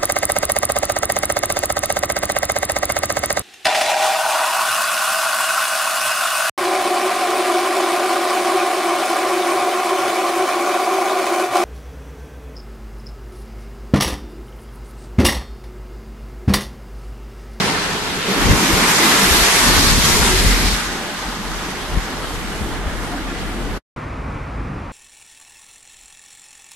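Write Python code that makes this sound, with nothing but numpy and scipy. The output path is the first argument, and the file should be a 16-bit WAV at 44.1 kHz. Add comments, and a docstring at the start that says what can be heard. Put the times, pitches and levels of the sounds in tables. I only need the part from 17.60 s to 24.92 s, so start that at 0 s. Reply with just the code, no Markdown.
"""On a promenade a storm wave bursts over the seawall: it roars, spray rains on the paving, foam fizzes and gurgles.
Water is coloured noise, random impacts and ringing bubbles, with separate thuds, slaps and glugs on top.
Wind is low coloured noise swelling in gusts, with hard buffets of damped tone; a low hum swells with each gust.
After a moment of silence comes the coast road: two dull bands of noise for rumble and for distant surf and tyres."""
import sys
import numpy as np
from scipy import signal
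from scipy.fft import rfft, irfft, next_fast_len
from scipy.io import wavfile
from scipy.ndimage import uniform_filter1d

SR = 44100
rng = np.random.default_rng(int(sys.argv[2]) if len(sys.argv) > 2 else 0)


def unload_wav(signal):
    """Save mono or channel-first audio to the path in sys.argv[1] as 16-bit WAV at rate SR, clipped to [-1, 1]."""
    wavfile.write(
        sys.argv[1],
        SR,
        np.round(np.clip(np.atleast_2d(signal).T, -1, 1) * 32767).astype(np.int16),
    )


N = 322767
TIME = np.arange(N) / SR


def undb(db):
    """Amplitude ratio: 20 dB is a factor of ten."""
    return 10 ** (np.asarray(db) / 20)


def curves(table):
    """Linear interpolation in time of each column of a table of (t/s, ..) rows."""
    s, *columns = np.transpose(table)
    return [np.interp(TIME, s, column) for column in columns]


def colour(points, hz):
    """Spectral envelope: (f/Hz, level/dB) points joined on a logarithmic frequency axis."""
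    f, db = np.transpose(points)
    return undb(np.interp(np.log(hz), np.log(f), db))


def shape(x, gain):
    """Zero-phase linear filtering: the spectrum is multiplied by a gain that depends on frequency."""
    size = next_fast_len(N, real=True)
    hz = np.maximum(np.arange(size // 2 + 1) * SR / size, 1)
    return irfft(rfft(x, size) * gain(hz), size)[..., :N]


def split(x, hz):
    """Complementary crossover: a steep low band and its remainder add up to the input."""
    low = shape(x, lambda f: 1 / (1 + (f / hz) ** 8))
    return low, x - low


def unit(x):
    """Normalisation: the middle of a stereo pair gets rms 1."""
    return x / np.std(x.mean(axis=0))


def spread(pair, spectrum, width):
    """Mid-side synthesis: two unrelated signals become the coloured middle and side of a stereo pair."""
    mid = shape(pair[0], lambda f: colour(spectrum, f))
    side = shape(pair[1], lambda f: colour(spectrum, f) * colour(width, f))
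    return np.array([mid + side, mid - side])


def walk(rate):
    """Random modulation: normal values held for 1 / rate s and smoothed twice, scaled to deviation 1."""
    hold = max(int(SR / rate), 1)
    steps = np.repeat(rng.standard_normal(N // hold + 1), hold)
    y = uniform_filter1d(uniform_filter1d(steps, hold), hold)[:N]
    return y / np.std(y)


def bell(s, half_length):
    """Gaussian envelope, down to 1/e at half_length from its centre."""
    return np.exp(-np.minimum(((TIME - s) / half_length) ** 2, 30))


def arch(s, db, drop_db):
    """Parabolic level in decibels, drop_db below the peak one second to either side."""
    return undb(db - drop_db * (TIME - s) ** 2)


def impacts(rate, scatter_db):
    """Shot noise: drops land at random, most small and a few large, in two unrelated streams."""
    sizes = undb(scatter_db * np.minimum(rng.exponential(size=(2, N)), 5))
    landings = rng.random((2, N)) < rate / SR
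    x = landings * sizes * rng.choice([-1, 1], (2, N))
    return x / np.std(x)


def bubbles(low_hz, high_hz, cycles, rise, scatter_db, count):
    """Bubble resonance: trapped air rings as a damped sine, its pitch rising near the surface."""
    out = np.zeros((2, N))
    for when, pitch, size, place in rng.random((count, 4)):
        hz = low_hz * (high_hz / low_hz) ** pitch
        start = int(when * N)
        # age runs from 0 to 1 over the ring, which decays by 40 dB
        age = np.arange(min(int(cycles * SR / hz), N - start)) * hz / SR / cycles
        ring = np.sin(2 * np.pi * cycles * age * (1 + rise * age / 2)) * np.exp(-np.log(100) * age)
        ring *= undb(-scatter_db * np.log(max(size, .02))) * hz / high_hz
        pan = [np.cos(2 * np.pi * place), np.sin(2 * np.pi * place)]
        out[:, start:start + len(age)] += np.outer(pan, ring)
    return out / np.std(out)


# rows of the three level tables: roar of the mass, splashing, fine spray
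# burst dying away: (level at 0 s/dB, fade/(dB per s))
BURST_LEVELS = [(-24, 11), (-21, 13.5), (-27.5, 13.5)]
# downpour, heavy water first and spray last:
# (peak t/s, peak level/dB, drop 1 s from peak/dB, attack/(dB per s), release/(dB per s))
DOWNPOUR_LEVELS = [(1.15, -22.5, 1.2, 30.5, 20), (1.76, -18, 3, 33.5, 24.5), (2.0, -19, 5.5, 25, 21)]
# foam sheet hissing past while the sea builds again: (peak t/s, peak level/dB, drop 1 s from peak/dB)
WASH_LEVELS = [(6.9, -29, 0.29), (2.86, -30.5, 0.38), (3.55, -36, 0.87)]
DOWNPOUR_START_S, DOWNPOUR_END_S = 0.83, 3.034
DOWNPOUR_EASE_S = 0.051  # the last water does not all land at once


def water_levels():
    """Power addition of unrelated sources: burst, downpour and foam set the gains of roar, splash and spray."""
    early = np.maximum(DOWNPOUR_START_S - TIME, 0)
    late = DOWNPOUR_EASE_S * np.logaddexp((TIME - DOWNPOUR_END_S) / DOWNPOUR_EASE_S, 0)
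    flooded = np.clip((TIME - DOWNPOUR_START_S) / (DOWNPOUR_END_S - DOWNPOUR_START_S), 0, 1) ** 2
    burst = np.array([undb(db - fade * TIME) for db, fade in BURST_LEVELS])
    downpour = np.array([arch(s, db, drop) * undb(-attack * early - release * late)
                         for s, db, drop, attack, release in DOWNPOUR_LEVELS])
    wash = flooded * np.array([arch(*voice) for voice in WASH_LEVELS])
    return np.sqrt(burst ** 2 + downpour ** 2 + wash ** 2)


ECHO_SHIFT_HZ = 2.5  # how fast the echo paths change


def reflections(x, share_db, fade_s, count):
    """Comb interference: early echoes off close surfaces ripple the treble, shifting as the microphone moves."""
    age = TIME[:int(.04 * SR)]
    echoes = rng.standard_normal((count, len(age))) * np.exp(-age / fade_s) * (age > .002)
    echoes *= undb(share_db) / np.linalg.norm(echoes, axis=1, keepdims=True)
    paths = np.array([walk(ECHO_SHIFT_HZ) for _ in echoes])
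    paths /= np.linalg.norm(paths, axis=0)  # constant total power
    _, treble = split(x, 600)
    for path, echo in zip(paths, echoes):
        x = x + path * signal.oaconvolve(treble, echo[None], axes=1)[:, :N]
    return x


# brief dips in level within given bands: (t/s, depth/dB, half length/s, lowest f/Hz, highest f/Hz)
BAND_DIPS = [(1.87, 5.5, 0.067, 80, 300), (2.356, 3.5, 0.041, 300, 14000), (3.797, 1.5, 0.052, 700, 9200),
             (5.23, 3, 0.12, 4500, 14000)]
PATCH_DB, PATCH_RATE_HZ = 0.82, 22  # flicker of each band
SURGE_DB, SURGE_RATE_HZ = 0.77, 6  # its slower swells


def patches(x):
    """Independent band modulation: water lands in patches of every size, so each half octave flickers alone."""
    out, octaves = 0, np.arange(0, 7.1, .5)
    for k, hz in enumerate(100 * 2 ** octaves):
        # triangular bands, which sum to the whole
        band = shape(x, lambda f: np.interp(np.log2(f / 100), octaves, np.arange(len(octaves)) == k))
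        db = PATCH_DB * walk(PATCH_RATE_HZ) + SURGE_DB * walk(SURGE_RATE_HZ)
        for s, depth, half_length, low, high in BAND_DIPS:
            if low < hz < high:
                db = db - depth * bell(s, half_length)
        out = out + band * undb(db)
    return out


# spectra of the rising burst, the falling wave and the foam sheet: (f/Hz, relative level per Hz/dB)
BURST = [(30, -31), (70, -12), (100, -6.5), (118, -8.5), (188, 1), (241, -8.5), (272, -3.5), (362, -9.5),
         (401, -3.5), (568, -12), (854, -6.5), (1860, -10), (2100, -9.5), (4290, -14), (11400, -26),
         (13200, -33)]
CRASH = [(71, -14.5), (120, -8), (192, 1.5), (321, -2), (423, -2), (614, -8.5), (910, -4), (1320, -5.5),
         (2120, -5), (2680, -8.5), (4480, -12), (7320, -16), (7920, -18), (12400, -20.5), (13200, -21.5)]
WASH = [(71, -15.5), (120, -10), (174, -1), (280, -3.5), (448, -6), (546, -9.5), (705, -6.5), (809, -4.5),
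        (1400, -4), (2080, -7.5), (2480, -11.5), (3080, -11), (8730, -21.5), (12400, -24.5), (13200, -29.5)]
# stereo width of the water and of the foam sheet: (f/Hz, side minus mid level/dB)
WATER_WIDTH = [(110, -2.5), (160, -12), (230, -9), (300, -15), (410, -14.5), (560, -6), (650, -3.5),
               (880, -7), (1500, -1.5), (2450, -3.5), (3900, 1), (7300, -.3), (9000, -4.5), (13000, 0)]
WASH_WIDTH = [(110, -2), (170, -8), (280, -16), (460, -10.5), (600, -6), (810, -10), (1300, -6), (1700, -4),
              (4700, 0), (7400, -0.5), (9000, -6.5), (13000, 1)]
# the two ports colour the water a little differently: (f/Hz, left minus right level/dB)
PORT_BALANCE = [(110, -1), (230, -1.3), (450, 1.5), (1000, -1.5), (1400, 0.2), (1900, -2.5), (2900, 0.7),
                (5000, 0.5), (7500, 1), (11000, -0.4)]


def wave():
    """Superposition: countless drops and bubbles merge into noise that bursts up, lands in clumps and drains."""
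    roar_gain, splash_gain, spray_gain = water_levels()
    drops = impacts(rate=5000, scatter_db=3.0)
    foam = bubbles(low_hz=596.4, high_hz=9190, cycles=57, rise=0.18, scatter_db=2.0, count=6000)
    gurgle = bubbles(low_hz=169.0, high_hz=1580, cycles=12.2, rise=0.19, scatter_db=-1.0, count=1200)
    trickle = bubbles(low_hz=915, high_hz=5340, cycles=30, rise=0.2, scatter_db=1.5, count=700)
    noise = rng.standard_normal((2, N))
    heavy = noise + undb(-5.5) * drops + undb(-13.5) * foam + undb(-22.0) * gurgle
    shallow = noise + undb(-4.0) * drops + undb(-13.0) * foam + undb(-22.0) * gurgle + undb(-17.0) * trickle
    rising = unit(spread(heavy, BURST, WATER_WIDTH))
    falling = unit(spread(heavy, CRASH, WATER_WIDTH))
    draining = unit(spread(shallow, WASH, WASH_WIDTH))
    toppled = np.interp(TIME, [.45, .95], [0, 1])
    landed = np.interp(TIME, [3., 3.4], [0, 1])
    water = (1 - toppled) * rising + (toppled - landed) * falling + landed * draining
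    roar, rest = split(reflections(water, share_db=-11, fade_s=.014, count=4), 700)
    splash, spray = split(rest, 3500)
    # a clump of falling water lifts splash and spray together
    clumps = 0.35 * walk(32)
    roar = unit(roar) * roar_gain * undb(0.8 * walk(20))
    splash = unit(splash) * splash_gain * undb(clumps + 0.4 * walk(60))
    spray = unit(spray) * spray_gain * undb(clumps + 0.35 * walk(90))
    rush = patches(roar + splash + spray)
    # half of the balance to each port, in opposite senses
    return shape(rush, lambda f: colour(PORT_BALANCE, f) ** np.array([[.5], [-.5]]))


# spectrum of the wind's eddies: (f/Hz, relative level per Hz/dB)
EDDY = [(12, -4.5), (25, -1), (55, 5), (85, 0), (130, -7), (250, -24), (600, -50)]
# stereo width of the wind: (f/Hz, side minus mid level/dB)
WIND_WIDTH = [(30, -4), (90, -1.5), (250, -10.5)]


def eddies():
    """Turbulent pressure at the microphone ports: low noise, its slow swings evened out."""
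    x = spread(rng.standard_normal((2, N)), EDDY, WIND_WIDTH)
    return x / np.sqrt(uniform_filter1d(np.mean(x ** 2, axis=0), int(.06 * SR)))


# gusts on the microphone, which also drive the hum:
# (peak t/s, half length/s, relative rumble level/dB, relative hum level/dB)
GUSTS = [(.81, .04, -44, -27), (.895, 0.052, -31, -17), (1.18, 0.07, -43, -29), (1.74, 0.13, -36.5, -35),
         (2.157, 0.14, -35, -22.5), (2.335, 0.061, -25.5, -19), (2.62, 0.22, -30.5, -31.5),
         (2.87, 0.11, -28.5, -16.5), (3.06, 0.093, -32.5, -22), (3.28, .04, -48, -32),
         (3.69, .05, -53, -29.5), (3.905, 0.09, -46, -28.5), (4.228, .025, -55, -29),
         (4.365, 0.054, -33, -23), (5.103, 0.5, -40.5, -30.5), (5.998, 0.33, -40.5, -29.5)]
# spectrum of the flutter: (f/Hz, relative level per Hz/dB)
FLUTTER = [(40, -15), (110, 2.5), (170, 1), (260, -9.5), (500, -32), (1200, -53.5)]
BREEZE_DB = -49.5  # on the scale of the gusts' rumble
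GUST_FLUTTER_DB = -4.5  # flutter relative to the gusts' rumble column
BUFFET_SEAWARD_DB = 4.5  # extra left minus right level of buffets and flutter


def wind():
    """Amplitude modulation by the flow: gusts rumble and flutter over a breeze, with short hard buffets."""
    gusts = sum(undb(db) * bell(s, half_length) for s, half_length, db, _ in GUSTS)
    rumble = eddies() * (undb(BREEZE_DB) + gusts) * undb(7.0 + 1.4 * walk(12))
    thumps, strength = buffets()
    # hard wind tears off smaller eddies, which flutter higher up
    flutter = unit(spread(rng.standard_normal((2, N)), FLUTTER, WIND_WIDTH))
    hard = thumps + flutter * (strength + undb(GUST_FLUTTER_DB) * gusts)
    return rumble + hard * undb([[BUFFET_SEAWARD_DB / 2], [-BUFFET_SEAWARD_DB / 2]])


HUM_HZ, HUM_LAG_S = 44.2, .01
HUM_REST_DB = -43  # on the scale of the gusts' hum column
HUM_SWAY_RAD = 0.31  # the phase wanders this far at each port, in opposite senses


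def hum():
    """Wind-driven tone: a deep steady pitch swells with each gust, perhaps a hollow the wind blows across."""
    swell = sum(undb(db) * bell(s + HUM_LAG_S, half_length) for s, half_length, _, db in GUSTS)
    phase = 2 * np.pi * np.cumsum(HUM_HZ + .15 * walk(3)) / SR
    level = (undb(HUM_REST_DB) + swell) * undb(-0.5 + 1.46 * walk(12))
    sway = HUM_SWAY_RAD * walk(7.5)
    return np.sqrt(2) * np.sin([phase + sway, phase - sway]) * level


def cavities(table, rough_rad, rise_per_s):
    """Cavity resonance: large pockets of trapped air ring unsteadily; returns sound and joint level."""
    sound, strength = np.zeros((2, N))
    wobble = rough_rad * walk(130)
    for s, db, hz, half_length in table:
        near = np.abs(TIME - s) < .15
        age = TIME[near] - s
        swell = undb(db) * np.exp(-(age / half_length) ** 2)
        sound[near] += swell * np.sin(2 * np.pi * hz * age * (1 + rise_per_s * age / 2) + wobble[near])
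        strength[near] += swell
    return sound, strength


# masses of water slumping onto the paving: (t/s, peak level/dB, f/Hz, half length/s)
SLUMPS = [(.70, -20, 411, 0.034), (.71, -23, 200, 0.03), (.90, -20, 240, .03), (.918, -15.5, 158, .028),
          (1.035, -18.5, 264, 0.034), (1.10, -16, 330, 0.018), (1.15, -19.5, 180, 0.037),
          (1.44, -18.5, 335, 0.032), (1.635, -17, 190, 0.026), (2.0, -27, 264, 0.022),
          (2.07, -20, 242, 0.057), (2.21, -18.5, 286, 0.03), (2.395, -26, 185, 0.022),
          (2.46, -18.5, 161, 0.023), (2.55, -21, 150, .025), (2.64, -22, 204.5, 0.076),
          (2.74, -19.5, 375, 0.058), (2.858, -21.5, 145, .022), (2.915, -20, 252, 0.028),
          (3.05, -22.5, 238, 0.028)]
SLUMP_ROUGH_RAD = 1.0
SLUMP_SPLASH_DB = -14.5  # spatter relative to the thuds' envelope


def slumps():
    """Air entrainment: heavy water traps air in a hollow thud and throws up a spatter of drops."""
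    thuds, strength = cavities(SLUMPS, SLUMP_ROUGH_RAD, 0)
    spatter = unit(spread(impacts(rate=3000, scatter_db=2.0), CRASH, WATER_WIDTH))
    return thuds + undb(SLUMP_SPLASH_DB) * strength * spatter


# single hard buffets: (t/s, relative thump level/dB, f/Hz, length/s, relative flutter level/dB)
BUFFETS = [(0.845, -17, 74, 0.073, -22), (0.891, -13, 66, 0.094, -15.5), (1.131, -14, 74.6, 0.028, -24),
           (1.71, -11.5, 65, 0.03, -26), (1.81, -15.5, 48, 0.042, -37), (2.063, -22, 55, 0.12, -24),
           (2.167, -15, 70, 0.059, -28), (2.221, -19, 59.6, 0.037, -34), (2.303, -19, 48.7, 0.071, -30),
           (2.371, -17.5, 61.6, 0.055, -21), (2.487, -20, 80.6, .035, -28),
           (2.595, -12.5, 65.4, 0.055, -24), (2.738, -20.5, 78, .035, -32), (2.836, -15, 66, 0.06, -22.5),
           (3.05, -26, 81, 0.03, -33), (3.122, -16, 55.3, 0.027, -27), (4.328, -24.5, 64, .035, -33),
           (4.365, -13.5, 64, 0.038, -24), (5.008, -17, 65.5, 0.042, -31), (5.264, -16.5, 66, 0.031, -36)]


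def buffets():
    """Damped oscillation: a hard eddy shoves the air, left port first; returns thumps and flutter level."""
    thumps, strength = np.zeros((2, 2, N))
    for s, db, hz, length, flutter_db in BUFFETS:
        age = np.maximum(TIME - s - np.array([[0], [.002]]), 0)
        swell = age / (length / 5) * np.exp(1 - age / (length / 5))  # peaks after a fifth of the length
        thumps += undb(db) * swell * np.sin(2 * np.pi * hz * age)
        strength += undb(flutter_db) * swell
    return thumps, strength


# sheets of water slapping the paving: (t/s, peak level/dB, centre f/Hz, length/s)
SLAPS = [(1.49, -20, 2800, 0.12), (2.602, -20.5, 1200, .1), (2.899, -24, 3000, 0.075),
         (4.465, -33, 1500, 0.04), (5.52, -35, 900, 0.073)]


def slaps():
    """Band-limited shot noise: a sheet of water lands flat in a quick, coarse splash that dies away."""
    out = 0
    drops = spread(impacts(rate=2500, scatter_db=1.5), WASH, WASH_WIDTH)
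    for s, db, hz, length in SLAPS:
        age = np.maximum(TIME - s, 0) / (length / 4)  # peaks after a quarter of the length
        splash = unit(shape(drops, lambda f: 1 / (1 + np.log2(f / hz) ** 4)))
        out = out + undb(db) * age * np.exp(1 - age) * splash
    return out


# hollow gurgles as the water drains: (t/s, peak level/dB, f/Hz, half length/s)
GURGLES = [(3.805, -23, 192, 0.017), (4.64, -31, 1310, 0.029), (5.02, -27, 211, 0.044),
           (5.535, -26.5, 718, 0.019), (5.575, -25.5, 292.4, 0.063), (5.71, -28, 275, 0.038),
           (5.97, -28, 240, .03), (6.08, -28, 285, 0.032)]
GURGLE_ROUGH_RAD, GURGLE_RISE_PER_S = 0.68, 1


def gurgles():
    """Rising cavity resonance: the draining sheet swallows air in short glugs."""
    return cavities(GURGLES, GURGLE_ROUGH_RAD, GURGLE_RISE_PER_S)[0]


# levels on the coast road: (t/s, rumble level/dB, distant surf and tyres level/dB)
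ROAD = [(6.36, -28, -33.5), (6.97, -29, -35), (7.07, -25, -35.5), (7.32, -30.5, -36)]
# its spectrum: (f/Hz, relative level per Hz/dB)
ROAD_COLOUR = [(13, -35.5), (22, -21), (49, -0.5), (132, -8.5), (186, -11.5), (277, -13), (360, -20.5),
               (610, -27.5), (753, -27.5), (1240, -26.5), (1530, -31), (2470, -35), (3130, -45.5),
               (5440, -52.5), (12000, -65.5), (15600, -101), (22000, -120)]
# its stereo width: (f/Hz, side minus mid level/dB)
ROAD_WIDTH = [(280, -56), (450, -13), (700, -2), (1350, -4.5), (1700, -44), (4500, -49), (6000, -8),
              (9000, -6), (12000, -25)]
ROAD_TOP_HZ = 12100


def road():
    """Two-band noise: wind and engines rumble below the distant wash of surf and tyres."""
    rumble_db, surf_db = curves(ROAD)
    rumble, surf = split(spread(rng.standard_normal((2, N)), ROAD_COLOUR, ROAD_WIDTH), 400)
    surf = shape(surf, lambda f: f < ROAD_TOP_HZ)
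    rumble = unit(rumble) * undb(rumble_db + 0.64 * walk(13.0))
    return rumble + unit(surf) * undb(surf_db + 0.22 * walk(24))


SHORE_END_S, ROAD_START_S = 6.176, 6.363
SEAWARD_DB = 1.5  # left minus right level of wind and hum: the left port faces the wind


def scene():
    """Linear superposition of sources: the promenade, a moment of silence, the coast road."""
    shore_fade = np.exp(-np.maximum(TIME - SHORE_END_S, 0) / 0.006)
    road_fade = np.exp(np.minimum(TIME - ROAD_START_S, 0) / 0.0004)
    ports = undb([[SEAWARD_DB / 2], [-SEAWARD_DB / 2]])
    water = wave() + slumps() + slaps() + gurgles()
    air = (wind() + hum()) * ports
    return (water + air) * shore_fade + road() * road_fade


TOP_HZ = 13200


def record(dry):
    """Saturation and band limiting: the phone clips at full scale, then a steep low-pass cuts the top."""
    low_pass = signal.ellip(12, .2, 80, TOP_HZ, fs=SR, output="sos")
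    return signal.sosfilt(low_pass, np.clip(dry, -1, 1))


dry = scene()
out = record(dry)
unload_wav(out)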